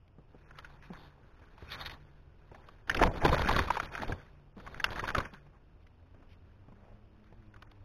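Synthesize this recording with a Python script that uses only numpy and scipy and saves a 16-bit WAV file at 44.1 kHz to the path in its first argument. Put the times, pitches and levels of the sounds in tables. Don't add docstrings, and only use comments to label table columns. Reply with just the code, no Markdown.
import sys
import numpy as np
from scipy import signal
from scipy.fft import rfft, irfft
from scipy.io import wavfile
from scipy.ndimage import uniform_filter1d

SR = 44100
rng = np.random.default_rng(int(sys.argv[2]) if len(sys.argv) > 2 else 0)


def gain_from_db(level_db):
    decades = np.asarray(level_db, float) / 20
    return 10 ** decades


def inscribe(sig):
    pcm = np.round(np.clip(np.atleast_2d(sig).T, -1, 1) * 32767)
    wavfile.write(sys.argv[1], SR, pcm.astype(np.int16))


N = 346080


def rms_one(x):
    return x / np.sqrt(np.mean(x ** 2) + 1e-20)


def in_time(rows):
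    s, *columns = np.transpose(rows)
    return [np.interp(np.arange(N) / SR, s, c) for c in columns]


def drift(rate_hz):
    r = np.exp(-2 * np.pi * rate_hz / SR)
    slow = signal.lfilter([1], [1, -2 * r, r * r], rng.standard_normal(N + SR))[SR:]
    return rms_one(slow - slow.mean())


def band(x, low_hz, high_hz):
    return signal.sosfilt(signal.butter(2, [low_hz, high_hz], "band", fs=SR, output="sos"), x)


def resonance(x, hz, width_hz):
    r = np.exp(-np.pi * width_hz / SR)
    gain = (1 - r * r) / 2
    return signal.lfilter([gain, 0, -gain], [1, -2 * r * np.cos(2 * np.pi * hz / SR), r * r], x)


def grains(per_s, spread_db, clump_db, clump_hz):
    sizes = gain_from_db(spread_db * np.minimum(rng.exponential(1, N), 4)) * rng.choice([-1, 1], N)
    happens = rng.random(N) < per_s / SR
    slips = gain_from_db(clump_db * drift(clump_hz)) * sizes * happens + 1e-9
    return slips / np.sqrt(uniform_filter1d(slips ** 2, size=SR // 8))


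# [f/Hz, bandwidth/Hz, level/dB]
LEAF_MODES = [
    (868, 270, -0.5),
    (1100, 61, -3),
    (1500, 390, 0.5),
    (1760, 310, -7.5),
    (2475, 220, -4.5),
]


def drag():
    rustle_db, grit_db, rub_db, rumble_db = contact()
    near = np.clip((rustle_db + 58) / 25, .1, 1)
    slips = grains(5000 - 3000 * near, spread_db=3.0 * near, clump_db=6.0 * near, clump_hz=70)
    dealt = rng.integers(0, len(LEAF_MODES), N)
    rustle = np.zeros(N)
    for k, (hz, width_hz, db) in enumerate(LEAF_MODES):
        patchy = gain_from_db(db + 4.0 * drift(25.0))
        rustle += patchy * resonance(slips * (dealt == k), hz, width_hz)
    sand = band(slips, 2300, 4900)
    grit = band(slips, 3700, 9600) + gain_from_db(-30) * sand
    rub = band(slips + 0.64 * rng.standard_normal(N), 110, 738)
    rumble = band(rng.standard_normal(N), 3, 70) * gain_from_db(2.5 * drift(42.0))
    bright = rms_one(rustle) + gain_from_db(grit_db + 19.0) * rms_one(grit)
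    low = gain_from_db(rub_db) * rms_one(rub) + gain_from_db(rumble_db + 1.5) * rms_one(rumble)
    return gain_from_db(rustle_db) * bright + low


# [start t/s, hold t/s, rustle level/dB, weight on the housing over rustle level/dB]
STROKES = [(0.496, 0.26, -61.5, -2), (0.804, .07, -60.5, -4), (0.897, 0.17, -57, 2), (1.39, 0.15, -67, -11),
           (1.558, 0.28, -55, -4), (1.657, .28, -52, -1), (2.503, 0.23, -67.5, 8.5),
           (2.867, 0.14, -49, 8.5), (2.938, 0.14, -52.5, 21.5), (3.001, 0.066, -45.5, 21.5),
           (3.085, .02, -55, 10), (3.107, 0.17, -46.5, 9), (3.218, 0.11, -34, 10), (3.296, 0.11, -36.5, -2),
           (3.375, 0.094, -37.5, 6), (3.463, 0.14, -29.5, 0), (3.629, 0.094, -41, -2),
           (3.694, 0.18, -43, -2), (3.904, .08, -44.5, 0), (4.006, 0.025, -43.5, 8.5),
           (4.064, .06, -50, 10.5), (4.15, 0.055, -58, 5.5), (4.548, 0.18, -61.5, 9.5),
           (4.64, 0.51, -54, 4), (4.841, 0.022, -42, 0), (4.87, .12, -43, 0.5), (4.99, 0.12, -43, 0),
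           (5.126, 0.063, -53, 19.5), (5.197, 0.056, -48.5, 2.5), (5.321, 0.014, -54.5, 0)]
# [t/s, rustle level/dB]
SCUFFING = [(0, -91.5), (.44, -66.5), (1.16, -70), (1.57, -66.5), (2.03, -65), (2.29, -75), (2.6, -64.5),
            (2.84, -70.5), (4.25, -64.5), (4.52, -79.5), (5.29, -59.5), (5.57, -78.5), (6.4, -73.5),
            (7.0, -75.5), (7.41, -70.5), (7.85, -71.5)]


def contact():
    t, (far_db,) = np.arange(N) / SR, in_time(SCUFFING)
    sway_db = .3 * (far_db - far_db.mean())
    power = gain_from_db([far_db, far_db - 13.5, -68 + sway_db, -61 + sway_db]) ** 2
    release_s = 0.03
    for s, hold, db, weight_db in STROKES:
        at = slice(round(s * SR), round((s + hold + .3) * SR))
        u = t[at] - s
        attack_s = 0.011 + 0.21 * hold
        shape = np.clip(u / attack_s, 0, 1) * np.exp(-np.maximum(u - hold, 0) / release_s)
        layers_db = np.array([0, -12.5 + .3 * weight_db, -5.5 + weight_db, -3 + .8 * weight_db])
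        power[:, at] += (gain_from_db(db + layers_db)[:, None] * shape) ** 2
    rustle_db, grit_db, rub_db, rumble_db = 10 * np.log10(power)
    return rustle_db, grit_db - rustle_db, rub_db, rumble_db


def fractures(rows):
    out, t = np.zeros(N + SR), np.arange(SR // 10) / SR
    for s, db, hz, t60, crack_db in rows:
        t60 = min(t60, .032)
        swell = (1 - np.exp(-t / (.085 * t60))) ** 2
        tear = rng.standard_normal(len(t)) * gain_from_db(-60 * t / t60) * swell
        spill = band(tear, .5 * hz, 1100 + hz)
        ring = resonance(resonance(tear, hz, .5 * hz), hz, .35 * hz) + 0.33 * spill
        crack = band(tear * gain_from_db(-70 * t / t60), 1900, 4300)
        at = round((s - .0012 - .01 * t60) * SR)
        snap = ring / abs(ring).max() + gain_from_db(crack_db) * crack / abs(crack).max()
        out[at:at + len(t)] += gain_from_db(db + 1.0) * snap
    return out[:N]


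# [t/s, peak level/dB, ring f/Hz, ring t60/s]
CREASES = [(2.912, -27, 1680, .06), (2.967, -23.5, 2370, 0.058), (2.993, -21.5, 1240, 0.045),
           (3.014, -14.5, 680, 0.025), (3.02, -18.5, 590, 0.13), (3.027, -14, 907, 0.013),
           (3.036, -10.5, 950, 0.012), (3.073, -27.5, 750, 0.017), (3.111, -32.5, 665, 0.041),
           (3.172, -34.5, 970, 0.017), (3.216, -27.5, 745, 0.039), (3.234, -24, 726, 0.075),
           (3.256, -15, 925, 0.028), (3.288, -23.5, 910, 0.061), (3.343, -21.5, 600, 0.012),
           (3.434, -37.5, 1100, 0.024), (3.472, -24.5, 1570, 0.07), (3.489, -18, 970, 0.032),
           (3.51, -18, 970, 0.048), (3.589, -18.5, 950, 0.041), (3.678, -32, 1110, 0.08),
           (3.703, -15.5, 980, 0.025), (3.756, -28, 1100, 0.0094), (3.769, -20.5, 916, .042),
           (3.8, -19, 1400, 0.019), (3.951, -24, 1450, .026), (3.997, -35, 1500, 0.052),
           (4.018, -29.5, 1580, 0.048), (4.033, -26, 870, 0.012), (4.122, -27.5, 1400, 0.02)]


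def creases():
    return fractures([(*row, -45) for row in CREASES])


# [t/s, peak level/dB, ring f/Hz, ring t60/s]
CRUNCHES = [(.347, -61, 620, 0.0076), (0.645, -37, 1490, .034), (.902, -64, 678, 0.0089),
            (.972, -48.5, 955, 0.039), (1.048, -53, 920, 0.098), (1.623, -46, 1270, 0.0067),
            (2.546, -42.5, 755, .045), (4.58, -45, 1160, 0.018), (4.599, -43, 1220, 0.043),
            (4.664, -37.5, 1150, 0.074), (4.675, -33.5, 1160, 0.019), (4.745, -33.5, 1480, 0.0092),
            (4.775, -43, 1420, 0.025), (4.799, -26, 1610, 0.027), (4.958, -32, 1570, 0.024),
            (4.993, -24, 1440, 0.07), (5.038, -25, 1010, 0.042), (5.08, -23.5, 1280, 0.0087),
            (5.087, -24.5, 1470, 0.04), (5.103, -26, 1310, .019), (5.148, -19.5, 1290, .023),
            (5.164, -27, 1310, 0.039), (5.201, -25, 1230, 0.08), (5.464, -56.5, 830, 0.045),
            (6.026, -58.5, 611, .025), (6.144, -55.5, 635, 0.026), (6.224, -56, 926, 0.032),
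            (6.721, -52, 883, .053), (7.54, -48, 1470, 0.021), (7.561, -48.5, 1230, 0.047)]


def crunches():
    return fractures([(*row, -37) for row in CRUNCHES])


# [t/s, peak level/dB, ring f/Hz, crack over ring level/dB]
TWIGS = [(0.079, -73.5, 750, 18), (.508, -43, 1290, -24), (0.587, -37.5, 1285, 3), (0.824, -47.5, 1760, -8),
         (.934, -41.5, 970, 0), (.995, -54, 920, -3), (1.394, -54, 940, -15), (1.579, -46.5, 990, 0.5),
         (1.86, -44, 2080, 7), (1.896, -38, 1960, 2), (2.687, -39, 1110, -2), (2.874, -41, 1650, -3.5),
         (2.896, -15, 1700, -5), (2.946, -19, 1500, -1.5), (3.329, -17.5, 1000, -45),
         (3.364, -25, 832, -11), (3.393, -23.5, 800, 1), (3.545, -24, 1400, -15.5),
         (3.564, -23.5, 1210, -15.5), (4.08, -37.5, 657, 5), (4.842, -13, 1600, 2), (4.921, -44, 1510, 1),
         (5.182, -20.5, 1130, 2.5), (5.251, -36, 1840, -14), (5.337, -48, 860, 8.5),
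         (5.867, -54, 2200, -12), (7.242, -58, 1500, 2), (7.326, -48, 765, -36), (7.623, -41, 1330, 4),
         (7.715, -52.5, 923, 6)]


def twigs():
    t60_s = 0.023
    return fractures([(s, db, hz, t60_s, crack_db) for s, db, hz, crack_db in TWIGS])


# [t/s, peak level/dB, ring f/Hz, t60/s]
THUDS = [(0.184, -42, 147, 0.065), (0.345, -39, 205, 0.054), (0.903, -30.5, 180, 0.095),
         (1.244, -48, 73, 0.081), (1.416, -43, 78.4, 0.06), (1.624, -37, 78, 0.19),
         (2.515, -36.5, 101, 0.039), (2.953, -26.5, 71.6, 0.05), (3.015, -18, 287, 0.09),
         (3.254, -18.5, 150, 0.053), (3.326, -19, 149, 0.11), (3.997, -32.5, 229, 0.15),
         (4.095, -21, 72, 0.041), (4.122, -26, 88, 0.12), (4.567, -37, 202, 0.12), (5.029, -25, 108, 0.04),
         (5.18, -21, 78, 0.057), (5.328, -40.5, 205, 0.095), (6.683, -41.5, 121, 0.093),
         (6.719, -41, 194, 0.094), (7.324, -45, 101.3, 0.11)]


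def thuds():
    out, t = np.zeros(N + SR), np.arange(SR // 4) / SR
    for s, db, hz, t60 in THUDS:
        sag = 1 + 0.57 * np.exp(-t / 0.0089)
        swing = np.sin(2 * np.pi * hz * t * sag) * gain_from_db(-60 * t / t60) * np.minimum(t / 0.0016, 1)
        knock = band(rng.standard_normal(len(t)) * gain_from_db(-60 * t / 0.067), 110, 580)
        at = round(s * SR)
        out[at:at + len(t)] += gain_from_db(db - 3.5) * (swing + 0.68 * knock / abs(knock).max())
    return out[:N]


# [t/s, level/dB, length t/s, body f/Hz, sizzle over body level/dB]
SWISHES = [(1.692, -40, 0.075, 2100, 8), (1.73, -50, 0.043, 1200, -7), (1.787, -41.5, 0.058, 1400, 7),
           (1.846, -39.5, 0.038, 2070, 9.5), (1.906, -45, 0.019, 2300, 8.5),
           (1.922, -55.5, 0.029, 1380, 9.5), (1.755, -55, 0.056, 1400, 9), (6.191, -77, 0.066, 420, -12),
           (6.74, -62.5, 0.28, 520, -27), (0.89, -64, 0.19, 1000, 4), (.82, -60, 0.063, 2300, -2),
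           (6.1, -66, 0.19, 240, -22), (7.252, -67, .04, 1800, -10), (5.52, -65, 0.071, 860, -14),
           (5.798, -71, 0.048, 2800, -6), (6.28, -63.5, 0.082, 2570, -16), (0.57, -51, 0.044, 1400, -9)]


def swishes():
    out = np.zeros(N)
    fine = grains(6000, spread_db=0.5, clump_db=-2.0, clump_hz=150)
    for s, db, length, hz, sizzle_db in SWISHES:
        at, size = round(s * SR), round(length * SR)
        bit = fine[at:at + size]
        body, sizzle = resonance(bit, hz, 0.6 * hz), band(bit, 3270, 6440)
        swish = rms_one(body) + gain_from_db(sizzle_db) * rms_one(sizzle)
        out[at:at + size] += gain_from_db(db) * np.hanning(size) ** 0.51 * swish
    return out


# [t/s, level/dB]
IDLE = [
    (0, -75),
    (1.0, -57),
    (1.5, -86),
    (1.8, -58),
    (2.5, -71),
    (4.3, -63.5),
    (5.5, -60),
    (5.65, -90),
    (7.85, -97),
]
# [t/s, firing f/Hz, order 1 level/dB, order 2 level/dB, order 3 level/dB]
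REV = [
    (5.6, 77.0, -67, -70, -83),
    (5.93, 82.25, -64, -79, -74),
    (6.86, 103.6, -63, -70, -80),
    (7.46, 107.7, -67, -67, -71),
    (7.85, 96.3, -56, -81, -72.5),
]


def engine():
    t = np.arange(N) / SR
    idle_hz = 143.8
    idle_level = gain_from_db(in_time(IDLE)[0] + 1.5 + 2.5 * drift(10.0))
    idle = idle_level * np.sin(2 * np.pi * idle_hz * t + 1.2 * drift(3.0))
    hz, *orders_db = in_time(REV)
    phase = np.cumsum(hz * (1 + 0.029 * drift(8.5))) * 2 * np.pi / SR
    rev = np.zeros(N)
    for k, db in enumerate(orders_db, 1):
        rev += gain_from_db(db + 4.0 + 1.7 * drift(7.0)) * np.sin(k * phase + k * k)
    return idle + rev * np.clip((t - REV[0][0]) / 0.12, 0, 1)


# [f/Hz, level/dB]
FOREST = [(12, -28), (20, 7.5), (90, 4), (243, -14), (414, -9.5), (673, -52.5), (878, -20), (1490, -21),
          (1950, -30.5), (2770, -20), (3950, -33), (5140, -86), (8690, -120)]


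def forest():
    hz, db = np.transpose(FOREST)
    f = np.maximum(np.arange(N // 2 + 1) * SR / N, 10)
    shape = gain_from_db(np.interp(np.log(f), np.log(hz), db))
    noise = irfft(rfft(rng.standard_normal(N)) * shape, N)
    return gain_from_db(-62.5 + drift(1.8)) * rms_one(noise)


def scene():
    leaves = drag() + creases() + crunches()
    return (leaves + twigs() + thuds() + swishes() + engine() + forest())[None]


CAMERA_SR = 8000
# [t/s, length t/s, lowest lost f/Hz]
STARVED = [(.432, .052, 2740), (.609, .021, 3570), (.801, .023, 3280), (.897, .021, 3260), (.92, .12, 3880),
           (1.358, .03, 3600), (1.46, .03, 3600), (2.03, .07, 3550), (2.511, .023, 3580),
           (2.609, .052, 3430), (2.83, .038, 3620), (3.074, .038, 2460), (3.125, .035, 3420),
           (3.23, .085, 3750), (3.358, .023, 3100), (3.857, .065, 3200), (3.92, .06, 3750),
           (4.121, .02, 3430), (4.15, .1, 3700), (4.528, .023, 2300), (4.864, .038, 3270),
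           (5.01, .065, 3650), (5.119, .012, 2600), (5.23, .075, 3300), (5.364, .05, 3520),
           (7.477, .04, 3300), (7.651, .029, 2410), (7.68, .018, 2630)]


def camera_thinning(x, step_db, slope_db):
    size, overlap = 160, 120
    f, t, cells = signal.stft(x, CAMERA_SR, nperseg=size, noverlap=overlap)
    f, power = f[:, None], abs(cells) ** 2
    smooth = uniform_filter1d(power, size=9, axis=0)
    around = np.exp(uniform_filter1d(np.log(smooth), size=25, axis=1))
    steps = np.kron(rng.standard_normal((14, len(t) // 5 + 1)), np.ones((6, 5)))[:len(f), :len(t)]
    hunger_db = step_db + slope_db * (f / 4000 - 1) + 3.0 * (f > 3900) + 5.5 * steps
    for s, length, hz in STARVED:
        edge = hz + (4000 - hz) * .6 * (2 * (t - s) / length - 1) ** 2
        hunger_db = np.where((t >= s) & (t <= s + length) & (f > edge), 11, hunger_db)
    kept = uniform_filter1d(power, size=3, axis=1) > around * gain_from_db(2 * hunger_db)
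    return signal.istft(cells * kept, CAMERA_SR, nperseg=size, noverlap=overlap)[1][:len(x)]


def roll_off(x):
    return signal.sosfilt(signal.butter(12, 16490, fs=SR, output="sos"), x)


def record(dry):
    t = np.arange(N) / SR
    coarse_t = np.arange(int(t[-1] * CAMERA_SR) + 2) / CAMERA_SR
    smooth = signal.sosfilt(signal.cheby2(12, 40, 4250, fs=SR, output="sos"), dry[0])
    coarse = camera_thinning(np.interp(coarse_t, t, smooth), step_db=-3.5, slope_db=22.0)
    mirrored = np.interp(t, coarse_t, coarse)
    fine = signal.sosfilt(signal.cheby2(10, 50, 16800, fs=SR, output="sos"), mirrored)
    return roll_off(fine[None])


dry = scene()
out = record(dry)
inscribe(out)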